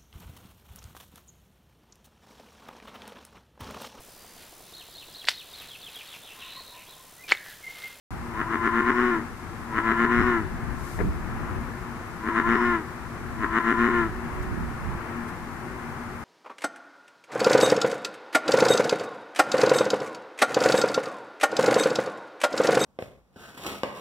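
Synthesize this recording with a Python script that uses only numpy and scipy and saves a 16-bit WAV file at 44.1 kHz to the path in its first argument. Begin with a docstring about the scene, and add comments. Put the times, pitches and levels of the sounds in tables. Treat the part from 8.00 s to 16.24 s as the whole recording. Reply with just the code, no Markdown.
"""Far bullfrogs drone round a pond; a breeze rumbles on the microphone ports over a thin hiss.
At 0.3 s and 1.7 s a near bullfrog croaks: swells that each end in a catch, then a drawn-out drone.
Its vocal cords snap about 115 times a second, booming in the throat sac and buzzing through the
eardrums; the banks echo it. Eddies buffet the ports around 3 s. It croaks again at 4.2 s and 5.4 s,
then gusts pass and the far chorus surges."""
import sys
import numpy as np
from scipy import signal
from scipy.fft import rfft, irfft, next_fast_len
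from scipy.io import wavfile
from scipy.ndimage import uniform_filter1d

SR = 44100
rng = np.random.default_rng(int(sys.argv[2]) if len(sys.argv) > 2 else 0)


def generate_wav(sig):
    """Save sig (samples, or channels by samples) to the path in sys.argv[1] as 16-bit PCM at SR."""
    pcm = np.round(np.clip(np.atleast_2d(sig).T, -1, 1) * 32767).astype(np.int16)
    wavfile.write(sys.argv[1], SR, pcm)


N = 363384
T = np.arange(N) / SR


# croaks: start_s, drone_end_s, top_pitch_hz, drone_buzz_db, full_sac_boom_db
CROAKS = [(.3, 1.153, 122.9, -29, -22.5), (1.67, 2.369, 121.9, -28.5, -22), (4.181, 4.75, 119.6, -27, -23),
          (5.35, 6.029, 119.1, -27.5, -22)]

def near_frog():
    """The frog in front, with short scatter from the reeds and a longer echo from the banks."""
    croaks = [croak_course(*row) for row in CROAKS]
    snaps, rebounds, push = sum(cords(croak, SWELLS) for croak in croaks)
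    voice = sac_and_eardrums(snaps, rebounds, push, buzz_db=-1.73, boom_db=-1.5)
    voice = voice + sum(warble(croak) for croak in croaks)
    bright = signal.sosfilt(signal.butter(2, 600, "high", fs=SR, output="sos"), voice)
    reeds = undb(-7) * scatter(bright, t60_s=.12, wide_hz=1600)
    banks = undb(-18) * scatter(voice, t60_s=1.2, wide_hz=2800)
    return voice + rasp(snaps + rebounds) + reeds + banks + whistles()


# swells, each ended by a catch as the cords slam shut: catch_s, rest_s, crest_buzz_db, dip_db
SWELLS = [(.413, .013, -24.5, 19.5), (.555, 0.013, -25.5, 14.5), (.674, .013, -22.5, 11.5),
          (.805, .014, -24.5, 9.5), (.902, 0.014, -21.5, 10.5), (1.786, 0.013, -21.5, 13.5),
          (1.92, 0.012, -23, 10), (2.049, .012, -23, 9), (2.213, 0.011, -22.5, 4.5),
          (4.286, .011, -25, 11.5), (4.398, .013, -22, 12), (4.555, 0.0096, -23.5, 7),
          (5.443, 0.015, -23, 18.5), (5.584, .015, -21, 13.5), (5.724, .015, -23, 9.5),
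          (5.886, 0.013, -24, 4.5)]
ONSET_DB, DIP_S, RECOVER_DB_PER_S = 31.5, .0316, 199
RELEASE_S, RELEASE_DB_PER_S = .085, 235
FILL_DB_PER_S, FULL_S, EMPTY_DB_PER_S, BOOM_SHARE = 12.5, .26, 74, .63
START_HZ, CLOSE_HZ, SLACK_HZ, GLIDE_S = 107.62, 112.05, 103.4, .125
REBOUND_BASE, REBOUND_PER_DB, REBOUND_CLOSE, CLOSE_S = .21, .07, .78, .15

def croak_course(start, end, top_hz, drone_db, full_db):
    """Effort builds, dips after each catch, lets go. Rows: time_s, pitch_hz, buzz_db, boom_db, rebound."""
    s = np.arange(start, end + RELEASE_S, .002)
    catches, _, crests, depths = np.transpose([row for row in SWELLS if start < row[0] < end])
    dips_db = sum(np.interp(s - at, [0, DIP_S, DIP_S + abs(depth) / RECOVER_DB_PER_S], [0, depth, 0])
                  for at, depth in zip(catches, depths))
    released_s = np.maximum(s - end, 0)
    slack_db = np.interp(s, [start, catches[0]], [ONSET_DB, 0]) + dips_db + RELEASE_DB_PER_S * released_s
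    buzz_db = np.interp(s, [*catches, end], [*crests, drone_db]) - slack_db
    unfilled_db = FILL_DB_PER_S * np.maximum(end - FULL_S - s, 0)
    boom_db = full_db - unfilled_db - BOOM_SHARE * slack_db - EMPTY_DB_PER_S * released_s
    # pitch climbs as the sac fills, then falls ever faster
    climb_hz = np.interp(s, [start, end - GLIDE_S], [START_HZ, top_hz])
    fall_hz = (top_hz - CLOSE_HZ) * np.maximum((s - end) / GLIDE_S + 1, 0) ** 2
    pitch_hz = np.maximum(climb_hz - fall_hz, SLACK_HZ)
    closing = np.interp(s - end, [-CLOSE_S, 0, RELEASE_S / 2], [0, 1, 0])
    rebound = np.clip(REBOUND_BASE + REBOUND_PER_DB * dips_db + REBOUND_CLOSE * closing, 0, 1)
    return np.transpose([s, pitch_hz, buzz_db, boom_db, rebound])


def snap_times(croak, catches, jitter):
    """One snap of the cords a cycle; a catch cuts a cycle short and holds the next one back."""
    s, pitch_hz = croak.T[:2]
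    ahead = [row for row in catches if s[0] < row[0] < s[-1]]
    times, t = [], s[0]
    for chance in rng.standard_normal(size=160):
        if t > s[-1]:
            break
        period_s = (1 + jitter * chance) / np.interp(t, s, pitch_hz)
        times.append(t)
        t += period_s
        if ahead and t + period_s / 2 > ahead[0][0]:
            catch_s, rest_s = ahead.pop(0)[:2]
            times.append(catch_s)
            t = catch_s + rest_s
    return np.array(times)


def looseness(t, croak):
    """1 in the rough swells, falling to 0 as the cords lock into the closing drone."""
    end_s = croak[-1, 0]
    return np.interp(t, [end_s - .22, end_s - .15], [1, 0])


def cords(croak, catches, jitter=.0088, sac_rebound=.58, catch_boom_db=1):
    """Pulse trains of one croak: snaps and rebounds on the eardrums, and the push on the sac."""
    t = snap_times(croak, catches, jitter)
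    s, *columns = croak.T
    pitch_hz, buzz_db, boom_db, rebound = (np.interp(t, s, column) for column in columns)
    shimmer, wander, *stray = rng.standard_normal((len(t), 4)).T
    size = np.sqrt(SR / pitch_hz / (1 + 2 * rebound ** 2)) * undb(.4 * shimmer)
    caught = np.isin(t, [row[0] for row in catches])
    buzz = size * undb(buzz_db)
    boom = size * undb(boom_db + catch_boom_db * caught)
    rough = .5 + .5 * looseness(t, croak)
    t = t + rough * wander * .007 / pitch_hz
    # rebounds split the cycle in three and lift every third harmonic
    thirds = [t + (k + .04 * rough * stray[k - 1]) / 3 / pitch_hz for k in (1, 2)]
    rebounds = sum(clicks(at, buzz * rebound) for at in thirds)
    push = clicks(t, boom) + sum(clicks(at, boom * rebound * sac_rebound) for at in thirds)
    return np.array([clicks(t, buzz), rebounds, push])


# throat sac response: freq_hz, relative_db
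SAC_RESPONSE = [(60, -11), (120, -31), (170, -21), (230, 9.5), (345, 2), (400, 2.5), (470, -10.5),
                (580, -37), (900, -49.5)]
# eardrum response: freq_hz, relative_db
EARDRUM_RESPONSE = [(400, -49), (570, -17.5), (690, -10), (820, -10), (1040, 1.5), (1300, 6), (1480, 2.5),
                    (1730, 6), (2100, -2.5), (2330, -17.5), (2600, -14), (2830, -15.5), (3250, -19.5),
                    (4000, -31), (4600, -49), (14000, -64)]

def sac_and_eardrums(snaps, rebounds, push, buzz_db, boom_db, ring_db=6.5, sac_delay_s=.0024):
    """The sac booms round each snap, the eardrums buzz; rebounds also ring the lowest eardrum mode."""
    drive = snaps + .91 * rebounds + undb(ring_db) * resonance(rebounds, hz=920, width_hz=200)
    # the membrane answers later near its resonances: each snap is a tiny falling chirp
    for hz, width_hz in ((1120, 420), (1700, 650), (1350, 900)):
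        drive = drive - 2 * resonance(drive, hz, width_hz)
    sac = np.roll(colour(push, SAC_RESPONSE, causal=False), int(sac_delay_s * SR))
    return undb(buzz_db) * colour(drive, EARDRUM_RESPONSE) + undb(boom_db) * sac


def warble(croak, crest_hz=1094, sag_hz=105, sag_s=.04, climb_s=.06, crest_share=.38):
    """A second oscillation near the ninth harmonic sags after each catch and climbs to each crest."""
    s, _, buzz_db = croak.T[:3]
    catches = [row[0] for row in SWELLS if s[0] < row[0] < s[-1]]
    sag = np.clip((catches[0] - T) / climb_s, 0, 1)
    sag = sag + sum(np.interp(T - at, [0, sag_s, sag_s + climb_s], [0, 1, 0]) for at in catches)
    pitch_hz = crest_hz - sag_hz * sag + 25 * drift(rate_hz=150)
    # needs little effort: sounds before the buzz and holds through the troughs
    level_db = .6 * np.interp(T, s, buzz_db) - 17
    fade_in = np.clip((T - s[0]) / .06, 0, 1)
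    envelope = undb(level_db) * (crest_share + sag) * looseness(T, croak) * fade_in
    return envelope * np.sqrt(2) * np.sin(2 * np.pi * np.cumsum(pitch_hz) / SR)


# air rasping through the cords: freq_hz, relative_db
RASP_SPECTRUM = [(900, -35), (1600, 21), (2100, 22.5), (2450, 18.5), (2650, 6.5), (2900, 17.5), (3200, 2),
                 (3800, 5.5), (4600, -6.5), (7000, -3), (14000, -37)]

def rasp(pulses, gain_db=-16, puff_s=.006, delay_s=.001):
    """A puff of air at every pulse; it scatters and reaches the two ports unalike."""
    puff = signal.windows.hann(int(puff_s * SR))
    gate = np.roll(signal.oaconvolve(pulses, puff / np.linalg.norm(puff), "same"), int(delay_s * SR))
    return undb(gain_db) * colour(gate * rng.standard_normal((2, N)), RASP_SPECTRUM)


# whistles at the height of a croak: start_s, length_s, start_hz, end_hz, level_db
WHISTLES = [(0.86, 0.28, 5480, 5180, -57.5), (2.12, .2, 5500, 5250, -55), (4.474, .25, 5560, 5130, -55),
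            (5.74, .2, 5520, 5250, -64)]

def whistles():
    """Air squeezed past the cords gives a faint, falling, unsteady whistle."""
    out = 0
    for start_s, length_s, start_hz, end_hz, level_db in WHISTLES:
        progress = np.clip((T - start_s) / length_s, 0, 1)
        pitch_hz = start_hz + (end_hz - start_hz) * progress + 135 * drift(rate_hz=700)
        envelope = undb(level_db) * np.sqrt(np.abs(np.sin(np.pi * progress)))
        out = out + envelope * np.sin(2 * np.pi * np.cumsum(pitch_hz) / SR)
    return out


def scatter(x, t60_s, wide_hz):
    """Reeds, banks and trees return a dense, fading tail."""
    t = T[:2 * SR]
    tail = spread(*rng.standard_normal((2, len(t))), wide_hz) * undb(-60 * t / t60_s)
    return signal.fftconvolve(x[None], tail / np.linalg.norm(tail[0]), axes=1)[:, :N]


def far_frogs(count=24, level_db=-42.5):
    """Other bullfrogs round the pond, each on its own pitch, smeared into a drone."""
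    trains = 0
    for k, (late, sharp) in enumerate(rng.uniform(-1, 1, (count, 2))):
        croak = croak_course(*CROAKS[k % len(CROAKS)])
        start_s = (k + late / 2) * N / SR / count
        croak[:, 0] += start_s - croak[0, 0]
        croak[:, 1] *= 1.005 + .015 * sharp  # detune
        trains = trains + cords(croak, catches=[], jitter=.00853)
    voices = sac_and_eardrums(*trains, buzz_db=-2.5, boom_db=0)
    drone = scatter(voices, t60_s=1.66, wide_hz=2920)
    return unit_rms(drone) * undb(level_db + surge_db())


# surges and one lull of the far chorus: centre_s, length_s, change_db
SURGES = [(1.354, 0.14, -6), (2.7, 0.22, 2.5), (3.42, 0.55, 4), (5.147, 1, 0.5), (6.404, 1, 3),
          (7.127, 0.59, 5), (7.592, 0.28, 1.5)]

def surge_db():
    """The far chorus rises and falls about its usual level."""
    return sum(change_db * bump(centre_s, length_s) for centre_s, length_s, change_db in SURGES)


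# distant surroundings: freq_hz, relative_db
WASH_SPECTRUM = [(30, -9), (130, 2.5), (200, -2), (300, -3), (450, -8), (570, -12), (750, -7), (1000, -5),
                 (1400, -7), (1750, -13.5), (2150, -15.5), (2700, -22), (4000, -50.5), (14000, -70)]

def distant_wash(level_db=-39, surge_share=.48):
    """Wavering noise from all round the pond; it follows a share of each surge."""
    wash = colour(spread(*rng.standard_normal((2, N)), wide_hz=2350), WASH_SPECTRUM)
    waver_db = drift(rate_hz=5)
    return unit_rms(wash) * undb(level_db + surge_share * surge_db() + waver_db)


# phase between the ports: freq_hz, left_lead_rad
PORT_PHASE = [(100, 0), (1500, 0.1), (2300, -1), (2600, -3), (4000, -2), (5000, -1.5)]
# balance between the ports: freq_hz, left_minus_right_db
PORT_BALANCE = [(100, 0.5), (220, 4.5), (600, 4.5), (1200, 5.5), (1650, 4), (2080, 6.5), (2750, 1.5),
                (4000, 2)]

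def from_pond(x):
    """Sound from the pond is louder at the left port, and the ports differ in phase."""
    size = next_fast_len(N + SR)
    left = undb(curve(PORT_BALANCE, size) / 2) * np.exp(1j * curve(PORT_PHASE, size) / 2)
    return irfft(rfft(x, size) * np.array([left, 1 / left]), size)[:, :N]


# turbulence on the ports: freq_hz, relative_db
RUMBLE_SPECTRUM = [(4, -33), (18, -9), (35, -1.5), (70, 0.5), (130, -6), (200, -9.5), (320, -17.5),
                   (600, -35), (1500, -62)]
# gusts: centre_s, length_s, level_db, pan
GUSTS = [(.12, 0.29, -34, 0.52), (2.202, 0.067, -24, 0.5), (2.502, 1, -33, 0.26), (3.057, 0.2, -28, 0.7),
         (3.37, 0.69, -32, 0.37), (4.49, 0.17, -34, .72), (4.68, 0.18, -40, 0.51),
         (5.352, 0.35, -35.5, .27), (6.023, 0.39, -33.8, 0.58), (6.534, 0.68, -33.5, 0.74),
         (6.903, 0.17, -32.5, 0.9)]

def breeze(calm_db=-43, calm_pan=.29):
    """Turbulence rumbles on each port separately and swells in gusts."""
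    power = (undb(calm_db) * port_gains(calm_pan)) ** 2
    for centre_s, length_s, level_db, pan in GUSTS:
        power = power + (undb(level_db) * port_gains(pan) * bump(centre_s, length_s)) ** 2
    flutter_db = 2.5 * np.array([drift(rate_hz=22), drift(rate_hz=22)])
    rumble = unit_rms(colour(rng.standard_normal((2, N)), RUMBLE_SPECTRUM))
    return rumble * np.sqrt(2 * power) * undb(flutter_db)


# eddies: centre_s, length_s, level_db, corner_hz, pan
EDDIES = [(2.991, 0.0065, -25, 740, .046), (3.009, 0.032, -25.5, 880, .038),
          (3.011, .027, -22.5, 200, 0.29), (3.047, 0.11, -24.5, 160, .1), (3.094, 0.023, -34, 189, 0.12),
          (3.536, 0.023, -33, 250, 0.32), (6.574, 0.16, -29, 156, 1), (6.954, .019, -28, 98, .58)]

def eddies():
    """Eddies buffet the ports with short bursts of low noise."""
    out = 0
    for centre_s, length_s, level_db, corner_hz, pan in EDDIES:
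        spectrum = [(corner_hz / 8, -14), (corner_hz / 2.5, 0), (corner_hz, -3.5),
                    (2.4 * corner_hz, -6.5), (3.8 * corner_hz, -34), (14000, -70)]
        eddy = unit_rms(colour(rng.standard_normal(N), spectrum))
        out = out + port_gains(pan) * eddy * undb(level_db) * bump(centre_s, length_s)
    return out


# wisps of air: centre_s, length_s, left_level_db
WISPS = [(2.9, 0.26, -46.5), (6.431, 0.019, -49), (7.29, 0.025, -49)]

def wisps(right_db=-9):
    """Short, high hisses and ticks of air, mostly at the left port."""
    air = unit_rms(colour(rng.standard_normal((2, N)), [(2000, -7), (5000, 0), (8000, 1), (14000, -3)]))
    envelope = sum(undb(level_db) * bump(centre_s, length_s) for centre_s, length_s, level_db in WISPS)
    return air * envelope * undb([[0], [right_db]])


# microphone hiss: freq_hz, relative_db
HISS_SPECTRUM = [(100, 15), (3000, 0.5), (4200, 0), (5400, -1), (7000, -2), (10000, -3.5), (14000, -7)]

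def microphone_hiss(level_db=-50):
    """Steady thin noise, independent in each port."""
    return unit_rms(colour(rng.standard_normal((2, N)), HISS_SPECTRUM)) * undb(level_db)


def undb(db):
    """Decibels to gain."""
    return 10 ** (np.asarray(db) / 20)


def unit_rms(x):
    """Scale to rms 1."""
    return x / np.sqrt(np.mean(x ** 2))


def curve(points, size):
    """(freq_hz, value) points interpolated over log frequency onto FFT bins."""
    hz, values = np.transpose(points)
    return np.interp(np.log(np.arange(size // 2 + 1) * SR / size + 1), np.log(hz), values)


def colour(x, points, causal=True, size=8192):
    """Unit-energy filter through (freq_hz, relative_db); rings after a pulse if causal, else round it."""
    gain = undb(curve(points, size))
    if causal:
        cepstrum = irfft(np.log(gain)) * (1 + np.sign(size / 2 - np.arange(size)))
        response, centre = irfft(np.exp(rfft(cepstrum))), 0
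    else:
        response, centre = np.roll(irfft(gain), size // 2), size // 2
    response = response / np.linalg.norm(response)
    return np.apply_along_axis(lambda row: signal.oaconvolve(row, response)[centre:centre + N], -1, x)


def resonance(x, hz, width_hz):
    """Band-pass, gain 1 at its centre."""
    return signal.lfilter(*signal.iirpeak(hz, hz / width_hz, fs=SR), x)


def drift(rate_hz):
    """Random steps, smoothed twice."""
    hold = int(SR / rate_hz)
    steps = np.repeat(rng.standard_normal(N // hold + 1), hold)
    return uniform_filter1d(uniform_filter1d(steps, hold), hold)[:N]


def clicks(times_s, sizes):
    """Pulses shared between two samples; times wrap round the scene."""
    at = times_s * SR % (N - 1)
    i = at.astype(int)
    return np.bincount(i, sizes * (1 - at + i), N) + np.bincount(i + 1, sizes * (at - i), N)


def bump(centre_s, length_s):
    """Gaussian rise and fall, peak 1."""
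    return np.exp(-(2 * (T - centre_s) / length_s) ** 2)


def spread(mid, side, wide_hz):
    """Sound from all around: the two close ports hear the same bass but different treble."""
    side = signal.sosfilt(signal.butter(1, wide_hz, "high", fs=SR, output="sos"), side)
    return np.array([mid + side, mid - side])


def port_gains(pan):
    """Equal-power gains; pan 0 is left, 1 is right."""
    angle = pan * np.pi / 2
    return np.array([[np.cos(angle)], [np.sin(angle)]])


def scene():
    """Frogs and wash come from the pond; hiss and wind belong to each port."""
    pond = from_pond(near_frog() + far_frogs() + distant_wash())
    return pond + microphone_hiss() + breeze() + eddies() + wisps()


def record(dry, silent_s=.106, top_hz=14150):
    """A moment of silence at the start; a steep low-pass cuts the top."""
    return signal.sosfilt(signal.ellip(10, .2, 70, top_hz, fs=SR, output="sos"), dry * (T > silent_s))


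dry = scene()
out = record(dry)
generate_wav(out)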